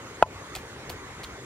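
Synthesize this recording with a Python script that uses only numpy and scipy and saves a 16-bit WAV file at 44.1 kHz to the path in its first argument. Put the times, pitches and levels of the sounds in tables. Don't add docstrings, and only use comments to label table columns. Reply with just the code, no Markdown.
import sys
import numpy as np
from scipy import signal
from scipy.fft import rfft, irfft
from scipy.io import wavfile
from scipy.ndimage import uniform_filter1d, minimum_filter1d

SR = 44100
rng = np.random.default_rng(int(sys.argv[2]) if len(sys.argv) > 2 else 0)


def field_ratio(decibels):
    return 10 ** (np.asarray(decibels, dtype=float) / 20)


def store_wav(level_fs):
    pcm = np.round(np.clip(np.atleast_2d(level_fs), -1, 1) * 32767)
    wavfile.write(sys.argv[1], SR, pcm.T.astype(np.int16))


N = 63945


def evened(x):
    return x / np.sqrt(np.mean(x ** 2) + 1e-20)


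def read(points, hz):
    point_hz, value = np.transpose(points)
    return np.interp(np.log(hz + 1), np.log(point_hz + 1), value)


def add(mix, start_s, sound):
    part = mix[round(start_s * SR):][:len(sound)]
    part += sound[:len(part)]


def resonate(x, hz, width_hz):
    turn = np.exp(2j * np.pi * hz * np.arange(len(x)) / SR)
    decay = np.exp(-np.pi * width_hz / SR)
    return 2 * (turn * signal.lfilter([1 - decay], [1, -decay], x / turn)).real


def coloured(x, gain_db):
    hz = np.fft.rfftfreq(len(x), 1 / SR)
    return irfft(rfft(x) * field_ratio(gain_db(hz)), len(x))


def ports(x, lag_s, pan_db):
    hz = np.fft.rfftfreq(len(x), 1 / SR)
    late = irfft(rfft(x) * np.exp(-2j * np.pi * hz * lag_s), len(x))
    return np.array([late * field_ratio(pan_db / 2), x * field_ratio(-pan_db / 2)])


def bowl():
    # (time [s], force [dB], contact [ms])
    hard_blow = [
        (.2249, -.3, 1.0),
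        (.22528, -.3, .15),
    ]
    # (time [s], force [dB], contact [ms])
    soft_blows = [
        (.553, -24, 1.5),
        (.563, -29, 0.83),
        (.569, -32, 1.32),
        (0.899, -23.5, 1.04),
        (.904, -13.5, 2.36),
        (1.236, -34.5, 1),
    ]
    # (frequency [Hz], level [dB],
    # t60 [s], sign)
    modes = [(240, -27, .03, -1), (360, -18.7, .013, -1), (675, -8.8, .02, 1), (770, -4.7, .011, 1),
             (871, -22, .09, 1), (1010, -14.5, .066, -1), (1348, -13.9, .027, -1),
             (1446, -7.8, .013, -1), (2610, -25, .008, -1), (3042, -22.5, .008, 1),
             (139, -34, 0.084, 1), (1940, -52.5, 0.037, -1), (2510, -25, 0.038, 1),
                 (3370, -38, 0.031, -1), (3880, -41, 0.033, 1)]
    touch_s, touch_db, touch_ms = 0.2247, -14, 0.55

    force, touch = np.zeros(N), np.zeros(N)
    for start_s, db, contact_ms in hard_blow + soft_blows:
        phase = np.arange(0, contact_ms / 1000, 1 / SR) / (contact_ms / 1000)
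        push = np.sin(np.pi * phase) ** 2 / len(phase) * 2
        add(force, start_s, field_ratio(db) * push)
    phase = np.arange(0, touch_ms / 1000, 1 / SR) / (touch_ms / 1000)
    add(touch, touch_s, -field_ratio(touch_db) * np.sin(np.pi * phase))

    t = np.arange(6000) / SR
    ring = np.zeros(6000)
    for hz, db, t60_s, sign in modes:
        ring += np.sign(sign) * field_ratio(db - 60 * t / t60_s) * np.sin(2 * np.pi * hz * t)
    return touch + signal.oaconvolve(force, ring)[:N]


def snaps():
    # (time [s], peak [dB], pitch [Hz], ring
    # [ms])
    bursts = [(0.2262, -25.5, 7460, 0.79), (0.233, -39, 6800, 2), (.551, -26.5, 4000, 3.5),
              (0.5533, -28.5, 2530, 4.5), (0.552, -25.5, 8450, 1.8), (0.5623, -31, 7600, 2),
              (.565, -35.5, 766, 13), (.8968, -41, 2200, 0.85), (.901, -29, 12500, 1.5),
              (0.9181, -35.5, 4050, 1.2), (1.2408, -28, 4007, 2.6), (1.2402, -36, 8800, 1.7),
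              (1.2446, -34, 4100, 2.3), (1.2488, -31, 1510, 2.26),
              (.5524, -18, 4300, .7), (.5526, -25, 8300, .7), (.5622, -16, 3800, .5), (.5623, -22, 7500, .45),
            (.5527, -30, 12500, 2.5), (.8963, -31, 12000, 1.5), (.8961, -28, 4350, 3.5),
            (.9008, -20, 2900, .8), (.9008, -26, 6400, .8), (1.2347, -25, 4300, 1.2),
            (1.2398, -25, 3900, 1.2), (.8965, -33, 14800, 1.2), (.5522, -34, 15000, 2),
            (1.2462, -26, 3600, 1.2), (.26, -27, 630, 22)]
    t, out = np.arange(2000) / SR, np.zeros(N)
    for start_s, db, hz, ring_ms in bursts:
        ragged = evened(resonate(rng.standard_normal(2000), hz, 0.35 * hz))
        tone = np.sin(2 * np.pi * hz * t) + 0.35 * ragged
        rise_s = 0.00015 * ring_ms + 0.00007
        front = np.sin(np.pi / 2 * np.minimum(t / rise_s, 1)) ** 2
        add(out, start_s, field_ratio(db - 20 * t / (ring_ms / 1000)) * front * tone)
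    return out


def paste():
    # (time [s], level [dB], rise [ms], t60 [s], brightness [dB/octave])
    squeezes = [
        (0.2265, -29, 1.8, 0.021, -2),
        (0.551, -36, 7.1, 0.15, 1.5),
        (.893, -38, 3.6, 0.13, 4.5),
        (1.229, -39, 10, 0.13, 0.5),
    ]
    # (frequency [Hz], density [dB per Hz])
    spectrum = [(600, -30), (1100, -2), (2000, -4.5), (2600, -0.5), (4200, -6), (7500, -12), (12300, -16),
                (16000, -15)]
    crackles_per_s, crackle_spread_db, wet_share = 2500, 4, 0.31
    length = 8000
    t, out = np.arange(length) / SR, np.zeros(N)
    for start_s, db, rise_ms, t60_s, tilt_db in squeezes:
        size = field_ratio(crackle_spread_db * np.minimum(rng.exponential(1, length), 2.8))
        size = size * (rng.random(length) < crackles_per_s / SR)
        crackle = evened(size * rng.choice([-1., 1.], length))
        mix = wet_share * rng.standard_normal(length) + (1 - wet_share) * crackle
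        grit = evened(coloured(mix, lambda f: read(spectrum, f) + tilt_db * np.log2((f + 300) / 5000)))
        rise = np.minimum(t / (rise_ms / 1000), 1)
        add(out, start_s, rise * field_ratio(db - 60 * t / t60_s) * grit)
    return out


def thuds():
    # (time [s], peak [dB], pitch [Hz], length [s])
    swings = [
        (0.223, -32, 45, 0.031),
        (0.572, -42, 50, 0.026),
        (0.891, -33, 85, 0.015),
        (1.143, -50, 55, 0.052),
        (1.236, -41.5, 59.3, 0.043),
    ]
    out = np.zeros(N)
    for start_s, db, hz, length_s in swings:
        t = np.arange(0, length_s, 1 / SR)
        swell = np.sin(np.pi * (t / length_s) ** 0.94) ** 2
        add(out, start_s, field_ratio(db) * swell * np.sin(2 * np.pi * hz * t))
    return out


def crickets():
    # (frequency [Hz], width [Hz], level [dB], chirp rate [1/s])
    singers = [(6420, 150, -67, 6.5), (6650, 45, -64.5, 15.4), (6795, 60, -69, 4.5)]
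    gain_db, lag_s, pan_db, scatter = 4.7, 0.000055, -1.1, 0.53
    t, out = np.arange(N) / SR, np.zeros((2, N))
    for hz, width_hz, db, rate in singers:
        beat = np.sin(2 * np.pi * (rate * t + rng.random()))
        slow_beat = np.sin(2 * np.pi * (0.339 * rate * t + rng.random()))
        chirp = np.clip(0.6 + beat + 0.69 * slow_beat, 0.15, 1)
        noises = rng.standard_normal((3, N))
        near, left, right = (evened(resonate(resonate(n, hz, width_hz), hz, width_hz)) for n in noises)
        whistle = ports(near, lag_s, pan_db) + scatter * np.array([left, right])
        out += field_ratio(db + gain_db) * chirp * whistle
    return out


def air():
    # (frequency [Hz], density [dB per Hz])
    spectrum = [(20, -35), (80, 1), (330, -6), (1180, -6), (2400, -11), (3400, -13.5), (9000, -25),
                (15500, -39)]
    # (frequency [Hz], width [Hz], level [dB])
    humps = [(64, 27, -59.5), (94, 28, -58.5), (122.6, 50, -57.5), (403, 372, -52.5), (1240, 950, -57),
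             (2015, 770, -56.5)]
    # (frequency [Hz], left-right likeness [-1..1])
    likeness = [(60, 0.99), (300, 0.98), (700, 0.87), (1500, 0.65), (3000, 0.65), (7000, 0.19),
                (15000, 0.155)]
    air_db, patch_db, left_lag_s = -41 - 2.5, 1.8, 0.00011
    frames, hz = N // 256 + 5, np.fft.rfftfreq(1024, 1 / SR)
    a, b, c, d, patches = rng.standard_normal((frames, 513, 5)).T
    patches = uniform_filter1d(patches, size=10, axis=0)
    patches = evened(uniform_filter1d(patches, size=8, axis=1))

    same = np.clip(read(likeness, hz), -1, 1)[:, None]
    right = a + 1j * b
    left = same * right + np.sqrt(1 - same ** 2) * (c + 1j * d)
    left = left * np.exp(-2j * np.pi * hz * left_lag_s)[:, None]
    spectra = np.array([left, right]) * field_ratio(patch_db * patches)
    raw = evened(signal.istft(spectra, nperseg=1024, noverlap=768)[1][:, :N])

    out = field_ratio(air_db) * evened(np.array([coloured(v, lambda f: read(spectrum, f)) for v in raw]))
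    for hump_hz, width_hz, db in humps:
        hum = [resonate(resonate(v, hump_hz, width_hz), hump_hz, width_hz) for v in raw]
        out = out + field_ratio(db) * evened(np.array(hum))
    return out


def scene():
    wood = ports(bowl() + thuds(), -0.000048, 1)
    crush = snaps() + paste()
    rim_echo = np.roll(ports(crush, 0.000091, -1.7) * field_ratio(-15.5), 40, axis=1)
    far_side = ports(paste(), -0.00008, 1.9) * field_ratio(-5.5)
    food = ports(crush, -0.00002, 0.4) + far_side + rim_echo
    return wood + food + air() + crickets()


def band_limit(x):
    return signal.sosfilt(signal.butter(12, 16500, fs=SR, output="sos"), x)


def record(dry):
    # (frequency [Hz], left minus right [dB])
    port_tilt = [(60, 0), (150, 1.0), (380, 2.5), (950, 0.5), (2380, -1.5), (5980, -2.5), (15000, 1)]
    # (frequency [Hz], gain [dB])
    mic_edge = [(14000, 0), (15600, -2), (16300, -12), (17000, -70)]
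    knee_db, duck_share, hold_s, recover_db_per_s = -28, 0.35, 0.0127, 114
    ceiling = 0.96

    heard = np.array([coloured(v, lambda f: side * read(port_tilt, f) / 2) for v, side in zip(dry, (1, -1))])
    power = abs(uniform_filter1d((heard ** 2).mean(0), size=90))
    power_db = 10 * np.log10(power + 1e-12)
    hold = round(hold_s * SR)
    held_db = -minimum_filter1d(-power_db, hold, origin=(hold - 1) // 2)
    fall_db = np.arange(N) * recover_db_per_s / SR
    cut_db = np.maximum.accumulate(duck_share * (held_db - knee_db) + fall_db) - fall_db
    cut_db = np.maximum(cut_db, 0)
    late_cut_db = np.roll(uniform_filter1d(cut_db, size=700), 450)
    clipped = np.clip(heard / field_ratio(late_cut_db), -ceiling, ceiling)
    finished = np.array([coloured(v, lambda f: read(mic_edge, f)) for v in clipped])
    return band_limit(finished)


dry = scene()
out = record(dry)
store_wav(out)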